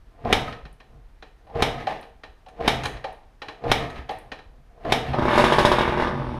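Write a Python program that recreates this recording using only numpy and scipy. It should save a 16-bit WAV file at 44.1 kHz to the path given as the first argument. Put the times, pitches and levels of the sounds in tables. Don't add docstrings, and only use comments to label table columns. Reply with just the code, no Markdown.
import sys
import numpy as np
from scipy import signal
from scipy.fft import rfft, irfft
from scipy.io import wavfile

SR = 44100
rng = np.random.default_rng(int(sys.argv[2]) if len(sys.argv) > 2 else 0)


def to_wav(sig):
    pcm = np.clip(np.atleast_2d(sig), -1, 1) * 32767
    pcm = np.round(pcm).astype(np.int16)
    wavfile.write(sys.argv[1], SR, pcm.T)


def convert_level_to_amplitude(level_db):
    exponent = np.asarray(level_db, float) / 20
    return 10 ** exponent


N = 281799


def rms_one(x):
    return x / np.sqrt(np.mean(x ** 2) + 1e-20)


def noise():
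    return rng.standard_normal(N)


def at_hz(points, hz):
    table_hz, values = np.transpose(points)
    return np.interp(np.log(hz), np.log(table_hz), values)


def coloured(x, spectrum):
    hz = np.arange(N // 2 + 1) * SR / N + 1
    return rms_one(irfft(rfft(x) * convert_level_to_amplitude(at_hz(spectrum, hz)), N))


def steep(x, hz, kind):
    return signal.sosfilt(signal.butter(4, hz, kind, fs=SR, output="sos"), x)


def dip(x, hz, width_hz, depth):
    b, a = signal.iirpeak(hz, hz / width_hz, fs=SR)
    return x - np.clip(depth, 0, 1) * signal.lfilter(b, a, x)


def drift(rate_hz):
    r = np.exp(-2 * np.pi * rate_hz / SR)
    return rms_one(signal.lfilter([1], [1, -2 * r, r * r], noise()))


def grains(per_s, spread_db):
    sizes = convert_level_to_amplitude(spread_db * np.minimum(rng.exponential(1, N), 5))
    signs = rng.choice([-1, 1], N)
    return sizes * signs * (rng.random(N) < per_s / SR)


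def fading(x, t60_s):
    return signal.lfilter([1], [1, -convert_level_to_amplitude(-60 / (t60_s * SR))], x)


def impulses(times_s, dbs):
    out = np.zeros(N)
    out[(times_s * SR).astype(int)] = convert_level_to_amplitude(dbs)
    return out


def hump(width_s):
    return np.hanning(round(width_s * SR))


def ring(x, modes):
    out = 0
    for hz, db, t60_s in modes:
        r = convert_level_to_amplitude(-60 / (t60_s * SR))
        w = 2 * np.pi * hz / SR
        out = out + signal.lfilter([0, convert_level_to_amplitude(db) * np.sin(w)], [1, -2 * r * np.cos(w), r * r], x + 1e-18)
    return out


def cycles_to_t60(modes):
    return [(hz, db, cycles / hz) for hz, db, cycles in modes]


def strike(times_s, dbs, modes, rise_s, last_s):
    blow = impulses(times_s, dbs) + 1e-18
    push = blow
    for s in (rise_s, last_s):
        push = signal.lfilter([1], [1, -np.exp(-1 / (s * SR))], push)
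    contacts = push / (rise_s * SR) * rms_one(grains(20000, 2.5))
    both = np.array([contacts, blow * np.sqrt(last_s * SR / 2)])
    return ring(both, cycles_to_t60(modes))


# (freq_hz, density_db)
FLOOR = [(12, -26), (20, 1.5), (44, 2), (98, -14), (133, -16), (191, -20.5), (581, -27), (811, -28),
         (985, -29.5), (1720, -32), (2210, -35.5), (13100, -53.5), (15500, -60.5)]


def room_hum():
    return convert_level_to_amplitude(-51) * coloured(noise(), FLOOR) * convert_level_to_amplitude(0.5 * drift(16))


# (freq_hz, t60_s)
GARAGE_T60 = [(100, 0.4), (400, 0.51), (1500, 0.37), (4000, 0.33), (12000, 0.32)]


def garage(x, level_db=-6.5, first_wall_s=0.0044):
    t = np.arange(SR) / SR
    tail = 0
    for hz in 45 * 2. ** np.arange(9):
        sos = signal.butter(2, [hz / 2 ** .5, hz * 2 ** .5], "band", fs=SR, output="sos")
        tail = tail + signal.sosfilt(sos, rng.standard_normal(SR)) * convert_level_to_amplitude(-60 * t / at_hz(GARAGE_T60, hz))
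    tail *= np.clip(t / first_wall_s - .5, 0, 1)
    return convert_level_to_amplitude(level_db) * signal.fftconvolve(x, tail / np.sqrt(np.sum(tail ** 2)))[:N]


def phase(kind, start_s, end_s, dbs):
    rise, fall, *layers_db = kind
    t = np.arange(0, N, 32) / SR
    level = 0
    for a, b, db in np.broadcast(start_s, end_s, dbs):
        early, late = np.maximum(a - t, 0), np.maximum(t - b, 0)
        level = level + convert_level_to_amplitude(db - rise * early - fall * late)
    return np.outer(convert_level_to_amplitude(np.array(layers_db)), np.interp(np.arange(N) / SR, t, level))


# (stop_s, peak_db, stroke_s), stroke ends at the stop
KICKS = [
    (0.327, -3.5, 0.079),
    (1.623, -5.5, .072),
    (2.678, -3.5, .0755),
    (3.716, -4.5, 0.078),
    (4.922, -4.5, 0.073),
]
# (rise_db_per_s, fall_db_per_s, air_db, casing_db, mesh_db, cover_db)
LEAN = (160.5, 1998.5, -53.5, -41.5, -53, -73)
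DRIVE = (903, 1497, -33, -22.5, -39.5, -73.5)
WHIP = (500.5, 1499, -20, -32.5, -25, -70)
COAST = (3005, 106.5, -27, -24.5, -30.5, -46)
WHEEZE = (2998, 47, -39.5, -71, -68, -81)
SQUEEZE = (251, 282, -37, -39.5, -32.5, -45)
RETURN = (1500, 147.5, -92, -37.5, -36, -56)
SHUFFLE = (200, 189, -50, -54.5, -73, -84)
SING = (298, 300, -68.5, -67.5, -70.5, -34)
# (peak_s, level_db)
SQUEEZES = [
    (0.486, -1.5),
    (1.808, -1.5),
    (2.851, 1),
    (2.952, -9),
    (3.832, 1),
    (3.979, -4.5),
    (5.088, 1.5),
]
RETURNS = [
    (1.891, 6),
    (3.047, -4.5),
    (4.097, 1.5),
]
SHUFFLES = [
    (.942, 3.5),
    (4.3, 3),
    (4.47, -16),
    (4.546, -1),
]
SINGS = [
    (.49, -1.5),
    (1.79, -4),
    (3.865, -5.5),
    (3.965, 0.5),
    (5.18, -2),
]


def motion():
    stop, _, stroke = np.transpose(KICKS)
    bite = stop - stroke + 0.0071
    coast = stop + .02
    out = phase(LEAN, bite - .02, bite - .02, 0)
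    out += phase(DRIVE, bite, stop - .015, 0)
    out += phase(WHIP, stop - .005, stop - .005, 0)
    out += phase(COAST, coast, coast, 0)
    out += phase(WHEEZE, stop, stop, 0)
    for kind, rows in ((SQUEEZE, SQUEEZES), (RETURN, RETURNS), (SHUFFLE, SHUFFLES), (SING, SINGS)):
        s, db = np.transpose(rows)
        out += phase(kind, s, s, db)
    return out


# (freq_hz, level_db, t60_s)
CASING = [(230, -27, 0.01), (318, -13.5, 0.17), (465.7, 0, 0.09), (549, -6.5, 0.073), (680, 1.5, 0.031),
          (703, 5.5, 0.027), (1020, -5, 0.039), (1181, -16.5, 0.044)]
# (freq_hz, density_db)
MESH = [(710, -3), (1200, -5), (1290, -22.5), (1420, -11.5), (1800, -1.5), (2050, -5), (3810, -15.5),
        (7570, -34.5), (11900, -38.5), (15500, -55)]
# (freq_hz, density_db)
AIR = [(12, -47), (20, 5), (49, -3.5), (108, 1.5), (136, 7), (183, -36), (239, -1.5), (350, -31.5),
       (460, -52.5), (770, -120)]
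# (start_s, peak_db, pitch_hz)
CHUFFS = [(0.47, -22, 92.5), (0.627, -23, 50.5), (0.909, -43, 51.1), (1.788, -41, 98), (2.279, -37, 51.6),
          (2.929, -21, 50.7), (3.471, -36, 115), (3.984, -22.5, 66), (4.166, -30.5, 91.5), (4.451, -34, 79),
          (5.079, -41, 140), (0.654, -27, 140), (3.89, -32, 121), (4.039, -39, 126), (4.251, -37.5, 109)]


def crank():
    air, casing, mesh, cover = motion()
    teeth = rms_one(steep(ring(grains(700, 2.74), CASING), 1700, "low"))
    rasp = coloured(grains(4000, 2.2), MESH) * convert_level_to_amplitude(np.clip(0.28 * drift(29), -6, 6))
    sings = rms_one(steep(ring(grains(1200, 8.0), [(1275, -1.5, 0.19)]), [1000, 1600], "band"))
    puffs = coloured(noise(), AIR) * convert_level_to_amplitude(3.2 * drift(6.5))
    out = convert_level_to_amplitude(-5.0) * (air * puffs + casing * teeth + mesh * rasp + cover * sings)
    t = np.arange(round(.12 * SR)) / SR
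    for s, db, hz in CHUFFS:
        swell = convert_level_to_amplitude(db - 1) * t * hz * np.exp(-1.3 * t * hz)
        start = round(s * SR)
        out[start:start + len(t)] += swell * np.sin(2 * np.pi * hz * t)
    return out


# (start_s, peak_db)
HOLLOW_KNOCKS = [
    (1.8686, -23),
    (2.4617, -44.5),
    (3.0415, -26),
    (3.2305, -57),
    (4.0914, -25.5),
    (5.1322, -26.5),
]
DRY_KNOCKS = [(.5244, -29.5), (.6523, -37.5), (.8016, -40), (1.2237, -34.5), (2.0268, -37.5),
              (2.2343, -31.5), (2.9675, -35.5), (3.4175, -25.5), (3.4833, -25.5), (3.9584, -35),
              (4.3166, -25), (4.3879, -38)]
SHARP_KNOCKS = [
    (2.4838, -42),
    (2.8345, -21.5),
    (2.8537, -17.5),
    (3.8989, -34.5),
]
SOFT_KNOCKS = [
    (1.4674, -53),
    (1.496, -51),
    (1.9066, -34.5),
]
# (ring_db, bright_db, shoe_db)
BITE = (6, -26, -2.5)
HOLLOW = (4.5, -28, -19.5)
DRY = (-8.5, -29.5, -9.5)
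SHARP = (-13.5, -17.5, -10)
SOFT = (12.5, -30, -20)


def knocks():
    bites = [(stop - stroke, -37.5) for stop, _, stroke in KICKS]
    kinds = ((bites, BITE), (HOLLOW_KNOCKS, HOLLOW), (DRY_KNOCKS, DRY), (SHARP_KNOCKS, SHARP),
             (SOFT_KNOCKS, SOFT))
    return np.transpose([(*row, *colour) for rows, colour in kinds for row in rows])


# (freq_hz, level_db, ring_cycles)
METAL = [(1090, 6, 1.1), (1490, 0.5, 3.2), (1830, -10, 55), (2450, -5.5, 19), (2980, 0, 9.2),
         (3930, -11, 59), (5130, -26.5, 97)]
LEVER = [(556, -10.5, 30), (645, -4.5, 55), (753, -1.5, 53), (781, -0.5, 38), (823, -6, 86),
         (1080, -11.5, 32)]
BRIGHT = [(6600, 4, 11), (8760, -1, 18), (11500, -9, 7.6)]
SHOE = [(201, -3, 0.66), (312, 1.5, 7.2), (430, 3, 18)]
COIL = [(9100, -9, 27), (9800, -4, 29), (11500, -10, 18)]
# (start_s, peak_db)
SPRING = [
    (0.7272, -48),
    (2.0108, -43),
    (3.1263, -47),
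    (4.1101, -41),
    (4.1859, -40),
]


def lever():
    s, db, ring_db, bright_db, shoe_db = knocks()
    metal = steep(strike(s, db - 20, METAL, rise_s=0.001, last_s=0.0085), [900, 5600], "band")
    hollow = steep(strike(s, db + ring_db - 27, LEVER, rise_s=0.0007, last_s=0.013), [450, 1200], "band")
    bright = steep(strike(s, db + bright_db - 4, BRIGHT, rise_s=0.0036, last_s=0.0027), [5500, 12500], "band")
    shoe = steep(strike(s, db + shoe_db - 20.0, SHOE, rise_s=0.0027, last_s=0.0039), 1000, "low")
    s, db = np.transpose(SPRING)
    spring = steep(strike(s, db - 15.0, COIL, rise_s=0.00093, last_s=0.0034), 7000, "high")
    return metal + hollow + bright + shoe + spring


# (freq_hz, level_db, ring_cycles)
STOP = [(1272, -11.5, 7.7), (1920, -4.5, 5.1), (2310, -2, 12), (3127, 1.5, 12), (3660, -9, 42),
        (5060, -14.5, 35), (6210, -21, 4), (8330, -20, 9.8), (11500, -33, 12)]
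FRAME = [(139, -20, 3.5), (281, -15.5, 30), (428, -11, 20), (736, -3, 10), (770, -6, 31)]


def slam():
    s, db, _ = np.transpose(KICKS)
    crack = steep(strike(s - .001, db - 17.5, STOP, rise_s=0.0018, last_s=0.0046), 13000, "low")
    blow = impulses(s + .001, db - 25)
    jolt = steep(convert_level_to_amplitude(23 - 4.5) * np.convolve(blow, hump(.0004))[:N], 560, "high")
    frame = ring(np.convolve(blow, hump(0.0008))[:N], cycles_to_t60(FRAME))
    return crack - np.roll(jolt, -round(.0009 * SR)) - frame


# (start_s, peak_db)
FIRINGS = [(5.3776, -2), (5.3979, -7), (5.4406, -1.5), (5.5226, -2.5), (5.5849, -0.4), (5.65, 1),
           (5.7172, -2), (5.7852, -5), (5.8085, -7), (5.8781, -9.2), (5.893, -15), (5.9236, -13.5),
           (5.974, -12.5), (5.9991, -10.5), (6.0233, -13), (6.0721, -12)]


def turns():
    k = np.arange(8)
    gaps_s = .02 + .0226 * .71 ** k
    rows = list(zip(5.1444 + np.cumsum(gaps_s) - gaps_s, -13 + 0.66 * k))
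    turn_s, miss_db, recharge_db_per_turn = .0225, -21, 5
    for (s, db), (after, _) in zip(FIRINGS, FIRINGS[1:]):
        count = max(round((after - s) / turn_s), 1)
        rows.append((s, db))
        for j in range(1, count):
            rows.append((s + (after - s) * j / count, miss_db + recharge_db_per_turn * (j - 1)))
    rows.append(FIRINGS[-1])
    dying_s = FIRINGS[-1][0] + np.cumsum(0.02 * 1.022 ** np.arange(14))
    return np.transpose(rows + [(s, -25.5) for s in dying_s if s < N / SR])


# (time_s, load_db, unburnt_pumping_db)
RUNNING = [
    (5.1, -42, -21.5),
    (5.196, -17.5, -24.5),
    (5.4, -19, -41),
    (5.484, -22.5, -38),
    (5.804, -24.5, -40),
    (5.958, -29.5, -25.5),
    (6.026, -11, -43),
    (6.13, -34.5, -23),
    (6.39, -41.5, -29),
]
# (full_load_db, load_share, pumping_share)
THROB = (-35, -0.48, 1.01)
RUSH = (-23.5, 0.43, .3)
CLATTER = (-29, 0.34, .01)
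INTAKE = (-44, 0.64, .01)


def running():
    t = np.arange(N) / SR
    s, load_db, pumping_db = np.transpose(RUNNING)
    load = np.interp(t, s, load_db) + 22
    pumping = np.interp(t, s, pumping_db) + 30
    on = np.clip((t - s[0]) / .015 + 1, 0, 1)
    return [on * convert_level_to_amplitude(db + a * load + b * pumping) for db, a, b in (THROB, RUSH, CLATTER, INTAKE)]


def throttle():
    t = np.arange(N) / SR
    open_s, shut_s, opening_db_per_s, closing_db_per_s = 5.37, 5.698, 75, 26
    return -opening_db_per_s * np.clip(open_s - t, 0, 1) - closing_db_per_s * np.maximum(t - shut_s, 0)


# (freq_hz, density_db)
RATTLE = [(710, -28.5), (1200, 3), (1350, -13), (1450, 1.5), (2760, -7), (3740, -8.5), (4110, -14.5),
          (5250, -15.5), (7000, -33), (9100, -52), (15400, -120)]


def clatter():
    x = coloured(grains(9000, 2.85), RATTLE)
    reach_hz = 6000 * convert_level_to_amplitude(throttle())
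    edges = np.geomspace(1100, 9000, num=10)
    out = 0
    for lo, hi in zip(edges, edges[1:]):
        share = 0.38 + 0.64 / (1 + (np.sqrt(lo * hi) / reach_hz) ** 8)
        out = out + steep(x, [lo, hi], "band") * share
    return out


# (freq_hz, density_db)
HISS = [(3820, -30), (6500, 2), (7250, -2.5), (9980, -2.5), (13900, -18.5), (15500, -26.5)]
# (freq_hz, level_db, t60_s)
AIRBOX = [(38, -16, 0.068), (64.4, -0.5, 0.08), (102, -20, 0.064), (134, -2, 0.1), (248, -6.5, 0.1),
          (291, -11, 0.064)]


def intake(blow, throb_gain, hiss_gain):
    pumped = 0.5 * noise() + 12 * (blow > 0)
    throb = rms_one(steep(ring(pumped, AIRBOX), [46, 340], "band"))
    gasp = 0.42 + 2 * fading(blow ** 2, .2)
    hiss = convert_level_to_amplitude(1.3 * throttle() - 2) * hiss_gain * coloured(grains(12000, 1.7), HISS)
    return gasp * hiss + convert_level_to_amplitude(-9.5) * throb_gain * throb


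# (freq_hz, level_db, t60_s)
PIPE = [(135, -8, .06), (243, -6, .07), (365, -4, .08), (465, -9, .05), (584, -5, .07), (655, -10, .04),
        (790, -9, .05), (872, -7, .06), (964, -3, .05), (1087, -6, .05), (1230, -9, .03), (1497, -14, .04),
        (2020, -19, .02)]
# (delay_s, level_db, signed_gain)
PIPE_ECHOES = [
    (.0015, -13, -0.35),
    (0.0139, -3.5, 0.28),
]


def exhaust(blow, gate, rush_gain):
    pulse = np.roll(np.convolve(blow, hump(.0007), "same"), -7)
    pulse = -steep(pulse, 2600, "low")
    echoes = sum(sign * convert_level_to_amplitude(db) * np.roll(pulse, round(lag * SR)) for lag, db, sign in PIPE_ECHOES)
    pops = convert_level_to_amplitude(-4.0) * (pulse + echoes) - convert_level_to_amplitude(-40.5) * ring(pulse, PIPE)
    pops += ring(pulse, [(986, -18, 0.0066)])
    gas = rms_one(steep(ring(grains(5000, 2.5) + 14 * (blow > 0), PIPE), 2400, "low"))
    upper = signal.lfilter(*signal.butter(1, 500, "high", fs=SR), gas)
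    gas = gas - (1 - convert_level_to_amplitude(.35 * throttle())) * upper
    return dip(pops + gate * convert_level_to_amplitude(-1.5) * rush_gain * gas, 707, width_hz=37, depth=1.0)


# (freq_hz, level_db, ring_cycles)
FINS = [(2070, -11, 36), (3340, -7.5, 35), (3760, -4.5, 44), (5030, -16.5, 93)]


def engine():
    throb_gain, rush_gain, rattle_gain, hiss_gain = running()
    s, db = turns()
    blow = impulses(s, db)
    gate = 0.5 + 2 * fading(blow, .2)
    snap = 0.5 * fading(blow, 0.064)
    rattle = (gate + snap) * convert_level_to_amplitude(-2.5) * rattle_gain * clatter()
    fins = strike(s, 1.67 * db - 32, FINS, rise_s=0.0024, last_s=0.011)
    whisper = rms_one(steep(noise(), [9400 / 1.18, 9400 * 1.1], "band"))
    belt = convert_level_to_amplitude(-73.5) * (throb_gain > 0) * whisper
    return exhaust(blow, gate, rush_gain) + rattle + fins + belt + intake(blow, throb_gain, hiss_gain)


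def scene():
    near, walls = crank() + lever() + slam() + engine()
    return (near + garage(walls) + room_hum())[None]


def band_limit(x):
    return signal.sosfilt(signal.butter(12, 16470, fs=SR, output="sos"), x)


def record(dry):
    top = signal.cheby2(10, 50, 15300 * 1.05, fs=SR, output="sos")
    housed = dip(dry, 7410, width_hz=1500, depth=0.31)
    rounded = 1.248 * np.tanh(housed / 1.346)
    fade_out = np.clip((N - np.arange(N)) / (.004 * SR), 0, 1)
    return band_limit(fade_out * signal.sosfilt(top, rounded))


dry = scene()
out = record(dry)
to_wav(out)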